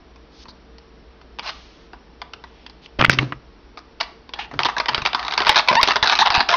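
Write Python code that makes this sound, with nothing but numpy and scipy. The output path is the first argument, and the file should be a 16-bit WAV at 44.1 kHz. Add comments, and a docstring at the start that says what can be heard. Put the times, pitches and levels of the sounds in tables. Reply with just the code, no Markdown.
"""A plastic spring blaster is handled in a quiet living room: a few ticks, a hand's brush, a short rasp of a catch.
About 3 s in, its barrel bumps the microphone, which booms and knocks.
Then it is broken open close by: latches snap, and the barrel grinds and squeaks round its hinge.
Snaps, rasp and slides are pushes into one hollow shell's resonances; squeaks are harmonics, bands of hiss are noise.
A narrow-band recorder overloads on the hardest blows, over soft room noise, hum and whines."""
import sys
import numpy as np
from scipy import signal
from scipy.fft import rfft, irfft
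from scipy.io import wavfile
from scipy.ndimage import uniform_filter1d

SR = 44100
rng = np.random.default_rng(int(sys.argv[2]) if len(sys.argv) > 2 else 0)


def materialize(psi):
    """Save the field psi as 16-bit PCM at rate SR to the path in sys.argv[1].

    A 1-D psi becomes a single channel; in a 2-D psi each row is a channel.
    """
    bounded = np.clip(np.atleast_2d(psi).T, -1, 1)
    quanta = np.round(bounded * 32767).astype(np.int16)
    wavfile.write(sys.argv[1], SR, quanta)


N = 289296


def from_db(db):
    """Amplitude ratio of a level in dB."""
    return 10 ** (np.asarray(db) / 20)


def rms_one(x):
    """Scale to rms 1."""
    return x / np.sqrt(np.mean(x ** 2) + 1e-20)


def at_hz(points, hz, axis=1):
    """Read a column of a table on a log-frequency axis."""
    points = np.array(points)
    return np.interp(np.log(np.maximum(hz, 1)), np.log(points[:, 0]), points[:, axis])


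def add(out, start_s, sound):
    """Mix a sound in at a time."""
    i = max(int(start_s * SR), 0)
    out[i:i + len(sound)] += sound[:max(N - i, 0)]


def gate(t, length_s, edge_s):
    """A window with short linear ramps."""
    return np.clip(t / edge_s, 0, 1) * np.clip((length_s - t) / edge_s + .5, 0, 1)


def resonate(x, hz, width_hz):
    """One two-pole resonance."""
    r = np.exp(-np.pi * width_hz / SR)
    return signal.lfilter([1, 0, -1], [1, -2 * r * np.cos(2 * np.pi * hz / SR), r * r], x + 1e-18)


def favour(modes, centres_hz, lift_db, spread_oct):
    """The part that is struck brings out the resonances near its own pitches."""
    favoured = []
    for hz, width_hz, db in modes:
        lift = sum(lift_db * np.exp(-(np.log2(hz / centre) / spread_oct) ** 2) for centre in centres_hz)
        favoured.append((hz, width_hz, db + lift))
    return favoured


BASS_EDGE_HZ, TREBLE_EDGE_HZ = 600, 1800


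def ranges(force, modes, vary_db, detune, shift_db=0):
    """Bass, middle, treble of a body's answer, rms 1 each; contacts favour other modes, sliding ones keep shifting."""
    out = np.zeros((3, len(force)))
    at = np.arange(len(force)) / 200  # a new random shift every 200 samples
    for k, (hz, width_hz, db) in enumerate(modes):
        knots = int(at[-1]) + 2
        shift = np.interp(at, np.arange(knots), rng.standard_normal(knots))
        mode_hz = hz * np.exp(detune * rng.normal())
        mode = rms_one(resonate(force * from_db(shift_db * shift), mode_hz, width_hz))
        part = int(hz > BASS_EDGE_HZ) + int(hz > TREBLE_EDGE_HZ)
        out[part] += (-1) ** k * from_db(db + vary_db * rng.normal()) * mode
    return [rms_one(part) for part in out]


def blows(rows, modes, chatter, bass_db, middle_db, treble_db, size=6000):
    """Each blow is a sharp push and a dying chatter of the loose parts, ringing the body."""
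    out, t = np.zeros(N), np.arange(size) / SR
    for start_s, db, bass, treble, t60_s, *centres_hz in rows:
        force = chatter * rng.standard_normal(size) * from_db(-60 * t / max(t60_s, .003))
        force[0] += 1
        struck = favour(modes, centres_hz, lift_db=5, spread_oct=0.25)
        parts = ranges(force, struck, vary_db=2.0, detune=0.035)
        levels = from_db(db + np.array([bass + bass_db, middle_db, treble + treble_db]))
        add(out, start_s, sum(level * part / np.abs(part).max() for level, part in zip(levels, parts)))
    return out


# Resonances of the hollow shell. Each row: centre in Hz, width in Hz, level in dB within its range.
SHELL = [(221, 250, -2.5), (410, 102, 0.5), (679, 68, -7.5), (810, 104, -2.5), (941, 158, 1),
         (1179, 194, 0.5), (1478, 210, -2), (1748, 255, -2), (2072, 520, -0.5), (2600, 407, 1.5),
         (2853, 626, 1.5), (3836, 563, -0.5), (4460, 470, -1), (5240, 1130, -4.5)]
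# Snaps of latches and ribs, levels before trims. Each row: start in seconds, peak of the middle range in dB,
# bass re middle in dB, treble re middle in dB, favoured middle pitch in Hz, favoured treble pitch in Hz.
SNAPS = [(0.159, -42.5, -8.5, -6, 953, 2570), (0.455, -34.5, -12, -10, 1046, 2240),
         (0.484, -34.5, -6, -9, 1000, 4280), (0.783, -42.5, -14, 1.5, 727, 4630),
         (1.214, -39, -12, -6.5, 1400, 2160), (1.387, -23.5, -19, -4.5, 939, 2920),
         (1.394, -22, -21, -0.5, 982, 2580), (1.932, -26, -15, -16, 680, 2400),
         (2.217, -23, -29, -2, 1600, 2150), (2.335, -27.5, -23, -2, 1330, 2920),
         (2.439, -27, -27, -9.5, 921, 1850), (2.664, -31.5, -12, 0.5, 990, 2953),
         (2.697, -36.5, -16, -2.5, 950, 4640), (2.86, -38, -14, 4, 1720, 2410),
         (3.773, -26, -18, -9, 1210, 3110), (4.01, -14.5, -25.5, 0, 1690, 1980),
         (4.02, -26, -32, -5.5, 1710, 2050), (4.292, -32, -9, -4, 945, 2050),
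         (4.336, -23.5, -18, -2.5, 948, 2860), (4.513, -23.5, -17.5, -19.5, 730, 1900),
         (4.538, -26.5, -3, -9.5, 1480, 1890), (4.591, -7, -18, -2, 1644, 2230),
         (4.602, -13.5, -21, -8.5, 1010, 3570), (4.633, -20, -24.5, 6, 884, 2680),
         (4.653, -8.5, -16, -8, 876, 2990), (4.664, -21, -14, -3, 1030, 2820),
         (4.686, -9.5, -24.5, -13.5, 920, 2160), (4.697, -15.5, -33, -14, 985, 2000),
         (4.766, -11.5, -27, -18, 1070, 1930), (4.782, -17, -15, -0.5, 937, 4770),
         (4.8, -9, -22.5, -6.5, 1040, 2050), (4.858, -15, -20, -5.5, 1030, 2036),
         (4.884, -12, -20, -9, 880, 2000), (4.89, -10.5, -22, -6.5, 813, 2837),
         (4.946, -13, -19, 1, 1180, 4060), (4.978, -14.5, -12, -6, 1180, 2430),
         (5.019, -19.5, -23, -3.5, 1160, 2580), (5.052, -12, -15.5, -3, 848, 3050),
         (5.06, -12, -18.5, 2, 1250, 2500), (5.07, -12.5, -22.5, -10, 1250, 3520),
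         (5.131, -16.5, -23.5, -3.5, 701, 3330), (5.147, -6, -20.5, -8.5, 1250, 4300),
         (5.194, -19.5, -22, -1.5, 1030, 1910), (5.228, -19.5, -28, -5.5, 1660, 1910),
         (5.249, -20.5, -18, -3, 985, 3510), (5.266, -22, -24, -7.5, 937, 4030),
         (5.281, -14, -28, -3.5, 1673, 3570), (5.31, -23, -18, 2.5, 794, 3890),
         (5.322, -11.5, -32.5, -10, 1540, 1820), (5.337, -18, -20, -0.5, 814, 3900),
         (5.377, -6.5, -25.5, -4, 950, 4760), (5.403, -9, -15, -4.5, 807, 1800),
         (5.418, -13.5, -19, -5, 972, 3790), (5.468, -4.5, -23, -5.5, 928, 1890),
         (5.493, -0.5, -22.5, -5, 908, 2215), (5.561, -8, -20.5, -6, 1140, 4160),
         (5.594, -8.5, -26, -3, 950, 1953), (5.685, -6.5, -23, -2, 943, 3786),
         (5.711, -9.5, -9.5, -15.5, 984, 2080), (5.753, -6, -18, -6, 894, 1793),
         (5.813, -17.5, -20, 3.5, 1060, 2190), (5.83, -8.5, -16, 3.5, 910, 4520),
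         (5.875, -9.5, -12, -1, 945, 2910), (5.885, -6.5, -16.5, -5.5, 914, 4060),
         (5.907, -4.5, -24, -10, 950, 1860), (5.958, -6, -21.5, -7.5, 1440, 1810),
         (5.965, -7, -19.5, -8, 950, 3500), (6.027, -6, -27.5, -3, 904, 1950),
         (6.035, -6.5, -32, -10.5, 930, 1870), (6.045, -11.5, -21.5, -9.5, 870, 1850),
         (6.073, -10, -23, 1.5, 1110, 3850), (6.097, -9.5, -32, 0, 1130, 3590),
         (6.123, -5.5, -32, -7, 1040, 1920), (6.153, -16, -26, 3, 1150, 3720),
         (6.189, -6.5, -31.5, -2.5, 869, 3840), (6.26, -10.5, -23, -4, 950, 3030),
         (6.303, -6.5, -29.5, -4.5, 1030, 4610), (6.35, -6, -22.5, -4, 1260, 4760),
         (6.405, -2.5, -27.5, -7, 999, 1835), (6.489, -17, -32, 3, 1040, 3480)]
SHELL_CHATTER = .1  # rms of the chatter at its start, re the push
SNAP_T60_S, SOFT_DOUBLING_DB = 0.032, 18.5  # chatter decay; doubles per so many dB less treble


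def snaps():
    """Latches and ribs strike the shell; the chatter of soft, dull contacts lasts longer."""
    rows = []
    for start_s, db, bass, treble, *pitches_hz in SNAPS:
        t60_s = SNAP_T60_S * 2 ** (-treble / SOFT_DOUBLING_DB)
        rows.append((start_s, db, bass, treble, t60_s, *pitches_hz))
    return blows(rows, SHELL, chatter=SHELL_CHATTER, bass_db=2.0, middle_db=-0.74, treble_db=7.5)


# Strokes of plastic on plastic. Each row: start in seconds, end in seconds, level in dB before trim,
# treble re middle in dB.
SLIDES = [(1.459, 1.501, -36, 7), (2.99, 3.05, -38.5, 5), (3.099, 3.137, -32, 10.5),
          (3.185, 3.236, -32.5, -3.5), (3.77, 3.792, -45, 1), (3.999, 4.019, -23, 2),
          (4.346, 4.453, -38.5, -10), (4.386, 4.407, -28, -20), (4.592, 4.62, -24, -7),
          (4.646, 4.661, -16.5, -1.5), (4.662, 4.715, -39, -16), (4.772, 4.843, -34.5, -13.5),
          (4.88, 4.892, -19, -0.5), (4.913, 4.994, -28, -4.5), (5.049, 5.07, -20.5, 1.5),
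          (5.149, 5.379, -29, -8.5), (5.371, 5.434, -21.5, -6), (5.445, 5.564, -22, 1),
          (5.475, 5.496, -16.5, 1.5), (5.555, 5.595, -14.5, 2), (5.672, 5.76, -18, -6),
          (5.809, 5.881, -27, 1.5), (5.828, 5.827, -16, 5), (5.876, 5.929, -17.5, -3),
          (6.027, 6.138, -17, -2), (6.155, 6.198, -22.5, 1), (6.19, 6.223, -15, -1), (6.25, 6.277, -16, -2),
          (6.306, 6.425, -17, -4), (6.336, 6.36, -20.5, 4.5), (6.483, 6.549, -15, -3.5)]
STROKE_ATTACK_S, STROKE_RELEASE_DB_PER_S = 0.0027, 899.5
PRESSURE_DB, PRESSURE_PER_S = 0.5, 120  # the hand's pressure wavers: spread, changes per second
GRIT = .22  # rms re the slips


def slides(slips_per_s, uneven_db, bass_db, level_db, count=400):
    """Sliding faces catch and let go at uneven intervals, slips limited by friction; fine grit fills the gaps."""
    out = np.zeros(N)
    for start_s, end_s, db, treble in SLIDES:
        length_s = max(end_s - start_s, .01)
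        t = np.arange(int((length_s + .05) * SR)) / SR
        slips_s = np.cumsum(rng.gamma(2, .5, count)) / slips_per_s
        sizes = from_db(uneven_db * np.minimum(rng.normal(size=count), .5))
        sizes = sizes * rng.choice([-1, 1], size=count)
        inside = slips_s < t[-1]
        force = np.zeros(len(t))
        force[(slips_s[inside] * SR).astype(int)] = sizes[inside]
        force = rms_one(force) + GRIT * rng.standard_normal(len(t))
        bass, middle, high = ranges(force, SHELL, vary_db=3.0, detune=0.027, shift_db=2.5)
        pressure = PRESSURE_DB * np.interp(t * PRESSURE_PER_S, np.arange(count), rng.standard_normal(count))
        release = STROKE_RELEASE_DB_PER_S * np.maximum(t - length_s, 0)
        level = np.minimum(t / STROKE_ATTACK_S, 1) * from_db(level_db + db + pressure - release)
        add(out, start_s, level * (from_db(bass_db) * bass + middle + from_db(treble) * high))
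    return out


# The hinge sticks and slips fast enough to squeak. Each row: start in seconds, end in seconds,
# first slips per second, last slips per second, rms before the gate in dB.
SQUEAKS = [(5.691, 5.71, 1010, 1030, -13.5), (5.766, 5.808, 898, 1160, -12.5),
           (6.216, 6.233, 871, 1250, -12.5), (6.269, 6.277, 990, 1030, -13.5),
           (6.537, 6.555, 1040, 970, -14.5)]
SQUEAK_JITTER = .013  # rms share of the pitch
SQUEAK_GLIDE_POWER = 2.8  # the pitch holds, then runs away at the end
FIRST_FALL_DB_PER_OCT, LAST_FALL_DB_PER_OCT = -7, -21


def squeaks(count=5):
    """Regular stick-slip gives an unsteady stack of harmonics that grows purer as its pitch runs away."""
    out = np.zeros(N)
    for start_s, end_s, first_hz, last_hz, db in SQUEAKS:
        length_s = max(end_s - start_s, .005)
        t = np.arange(0, length_s + 0.0048, 1 / SR)
        glide = np.minimum(t / length_s, 1) ** SQUEAK_GLIDE_POWER
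        wobble = rms_one(uniform_filter1d(rng.standard_normal(len(t)), size=80))
        pitch_hz = (first_hz + (last_hz - first_hz) * glide) * (1 + SQUEAK_JITTER * wobble)
        phase = 2 * np.pi * np.cumsum(pitch_hz) / SR
        fall = FIRST_FALL_DB_PER_OCT + (LAST_FALL_DB_PER_OCT - FIRST_FALL_DB_PER_OCT) * glide
        tone = sum(from_db(fall * np.log2(k)) * np.sin(k * phase + k * k) for k in range(1, count + 1))
        add(out, start_s, rms_one(tone) * from_db(db) * gate(t, length_s, edge_s=0.002))
    return out


RASP_START_S, RASP_END_S = 1.425, 1.496
TEETH_PER_S, RASP_RISE_DB_PER_S, TOOTH_T60_S = 215, 140, 0.043
LAST_TOOTH_DB, RASP_BASS_DB, RASP_TREBLE_DB = -24.5, -31, 2.5  # middle peak; bass, treble re middle


def rasp():
    """A catch is drawn over evenly spaced teeth, pressed ever harder."""
    teeth_s = np.arange(RASP_END_S, RASP_START_S, -1 / TEETH_PER_S)
    rows = [(s, LAST_TOOTH_DB - RASP_RISE_DB_PER_S * (RASP_END_S - s), 0, 0, TOOTH_T60_S) for s in teeth_s]
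    return blows(rows, SHELL, SHELL_CHATTER, bass_db=RASP_BASS_DB, middle_db=0, treble_db=RASP_TREBLE_DB)


# Bands of hiss: a hand brushing over the shell, and the room's fading tail after the rasp (from 1.499 s).
# Each row: start in seconds, end in seconds, start level in dB, end level in dB, centre in Hz, width in Hz.
HISSES = [(0.313, 0.44, -61.5, -44.5, 3980, 3200), (0.48, 0.515, -40, -50, 4370, 1200),
          (1.499, 1.874, -46, -60.5, 2200, 4700), (2.434, 2.675, -61.5, -57.5, 2700, 2460),
          (2.814, 2.867, -55, -46.5, 3170, 2970), (4.387, 4.46, -25.5, -45, 2580, 1660)]


def hisses():
    """Brushing, and the room's tail after the rasp, are smooth bands of noise with a sliding level."""
    out = np.zeros(N)
    for start_s, end_s, start_db, end_db, hz, width_hz in HISSES:
        length_s = max(end_s - start_s, .01)
        t = np.arange(int((length_s + 0.014) * SR)) / SR
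        noise = rng.standard_normal(len(t))
        hiss = rms_one(resonate(resonate(noise, hz, width_hz), hz, width_hz))
        level = from_db(np.interp(t, [0, length_s], [start_db, end_db]))
        add(out, start_s, hiss * gate(t, length_s, edge_s=0.0064) * level)
    return out


# Resonances of the microphone's case. Each row: centre in Hz, width in Hz, level in dB within its range.
CASE = [(134, 59, -1.5), (304, 78, -5.5), (527, 196, -5.5), (1274, 190, 1), (1608, 260, -2.5),
        (1944, 160, -1), (2320, 200, -2), (2800, 725, 0), (3780, 1600, -11), (4130, 240, -22)]
# Blows of the barrel on the case, levels before trims. Each row: start in seconds, peak of the middle range in dB,
# bass re middle in dB, treble re middle in dB, chatter t60 in seconds.
KNOCKS = [(2.992, -16.5, -2, 1, 0.066), (3.001, -11.5, -12, -8, 0.012), (3.010, -3, -12.5, -16, 0.012),
          (3.0135, -5.5, -15, 4, 0.0077), (3.0235, -5, -7, -4.5, 0.018), (3.039, -13, -4, 0, .023),
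          (3.046, 0, -19, -10.5, 0.0083), (3.0495, -7, -14, 5, 0.011), (3.062, -25.5, 0.5, 9.5, 0.0146),
          (3.096, 4.5, -13, -8.5, 0.0077), (3.113, -30, -9, 6.5, 0.013), (3.131, -16, -7.5, -7.5, 0.0076),
          (3.1872, -4.5, -18.5, -1, 0.025), (3.322, -14.5, -13, -6, 0.034)]


def knocks():
    """The barrel strikes the microphone's case and rings its resonances."""
    return blows(KNOCKS, CASE, chatter=0.1167, bass_db=3.5, middle_db=-1.0, treble_db=3.0)


# Low resonances of the case. Each row: centre in Hz, width in Hz, relative level in dB.
RUMBLE = [(75, 130, -23.5), (131.36, 8.7, 6.5), (223, 58, -2), (286, 24, -2), (480, 200, -58.5)]
# Rubbing carried through the case. Each row: start in seconds, end in seconds, nominal start level in dB,
# nominal end level in dB.
RUBS = [(2.987, 3.055, -15.5, -41), (3.06, 3.155, -33, -27), (3.168, 3.233, -28, -19.5),
        (3.24, 3.361, -29, -44), (4.528, 4.629, -34.5, -40.5), (4.9, 5.068, -41, -47.5)]


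def rubs():
    """The case booms at its low resonances while something drags on it."""
    out = np.zeros(N)
    for start_s, end_s, start_db, end_db in RUBS:
        length_s = max(end_s - start_s, .01)
        t = np.arange(int((length_s + 0.043) * SR)) / SR
        force = rng.standard_normal(len(t)) * gate(t, length_s, edge_s=0.0027)
        boom = sum(from_db(db) * rms_one(resonate(force, hz, width_hz)) for hz, width_hz, db in RUMBLE)
        boom = rms_one(boom) * np.sqrt(length_s / t[-1])
        add(out, start_s, boom * from_db(np.interp(t, [0, length_s], [start_db, end_db])))
    return out


# Jolts of the arm that shake the microphone. Each row: start in seconds, peak in dB, pitch in Hz.
JOLTS = [(2.993, -16.5, 55), (3.083, -14, 123), (3.189, -22, 50), (4.981, -25, 90), (5.022, -26.5, 110),
         (5.495, -23.5, 60), (5.757, -29, 88), (5.832, -22.5, 71), (6.027, -21.5, 102), (6.302, -28, 76.5),
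         (6.378, -17.5, 85)]


def jolts(decay_s, size=5000):
    """A jolt swings the microphone as a heavily damped sine, for about one cycle."""
    out, t = np.zeros(N), np.arange(size) / SR
    for start_s, db, hz in JOLTS:
        swing = np.sin(2 * np.pi * hz * t) * np.exp(-t / decay_s)
        add(out, start_s, from_db(db) * swing / swing.max())
    return out


# Room tail. Each row: frequency in Hz, t60 in seconds, level in dB before the band filter.
ROOM = [(250, 0.23, -8.5), (1000, 0.48, -10), (2540, 0.33, -12.5), (5000, 0.46, -16.5)]


def living_room(x, first_echo_s, size=26000):
    """A diffuse tail that starts with the nearest furniture and dies band by band."""
    t, response = np.arange(size) / SR, 0
    edges_hz = np.geomspace(120, 7680, 7)
    for low, high in zip(edges_hz, edges_hz[1:]):
        hz = np.sqrt(low * high)
        decay = np.exp(-np.log(1000) * t / at_hz(ROOM, hz))
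        tail = rng.standard_normal(size) * decay * (t > first_echo_s)
        tail *= from_db(at_hz(ROOM, hz, axis=2)) / np.linalg.norm(tail)
        band = signal.butter(2, [low, high], "band", fs=SR, output="sos")
        response = response + signal.sosfilt(band, tail)
    return signal.fftconvolve(x, response)[:N]


# Spectrum shape of the room noise. Each row: frequency in Hz, relative density in dB per Hz.
FLOOR = [(20, -18.5), (55, -1), (90, -19.5), (195, -13.5), (360, -14), (480, -19), (720, -21.5),
         (950, -22.5), (2000, -29), (4000, -33.5), (4600, -33.5), (6000, -43.5), (6600, -54.5),
         (8500, -82.5)]
# Faint narrow bands. Each row: centre in Hz, rms in dB, width in Hz of each of two resonances.
WHINES = [(453.6, -60, 11), (5330, -72, 55), (5660, -75.5, 46)]
FLOOR_DB, MAINS_HZ, MAINS_DB = -48.5, 59.5, -55.5  # levels are rms


def background():
    """Soft room noise with mains hum and faint whines."""
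    hiss = irfft(rfft(rng.standard_normal(N)) * from_db(at_hz(FLOOR, np.fft.rfftfreq(N, 1 / SR))), N)
    whines = np.zeros(N)
    for hz, db, width_hz in WHINES:
        noise = rng.standard_normal(N + SR)  # the first second settles the resonances
        whines += from_db(db) * rms_one(resonate(resonate(noise, hz, width_hz), hz, width_hz)[SR:])
    hum = from_db(MAINS_DB) * np.sqrt(2) * np.sin(2 * np.pi * MAINS_HZ * np.arange(N) / SR)
    return from_db(FLOOR_DB) * rms_one(hiss) + whines + hum


def scene():
    """The blaster sounds through the air; blows on the case reach the microphone almost dry."""
    hinge = slides(slips_per_s=340, uneven_db=4.0, bass_db=-21.5, level_db=-3.5) + squeaks()
    case_blows = knocks()
    blaster = snaps() + rasp() + hinge + hisses()
    room = living_room(blaster + from_db(-11.5) * case_blows, first_echo_s=.005)
    return (blaster + case_blows + rubs() + jolts(decay_s=0.00266) + room + background())[None]


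RECORDER_TOP_HZ, RECORDER_STOP_HZ, CUTOFF_HZ = 5980, 7500, 15900


def record(dry):
    """A narrow-band recorder; the hardest peaks hit full scale and are flattened, then low-passed again."""
    dull = signal.sosfilt(signal.butter(8, RECORDER_TOP_HZ, fs=SR, output="sos"), dry)
    narrow = signal.sosfilt(signal.cheby2(16, 70, RECORDER_STOP_HZ, fs=SR, output="sos"), dull)
    flattened = np.clip(narrow, -1, 1)
    return signal.sosfilt(signal.cheby2(14, 70, CUTOFF_HZ, fs=SR, output="sos"), flattened)


dry = scene()
out = record(dry)
materialize(out)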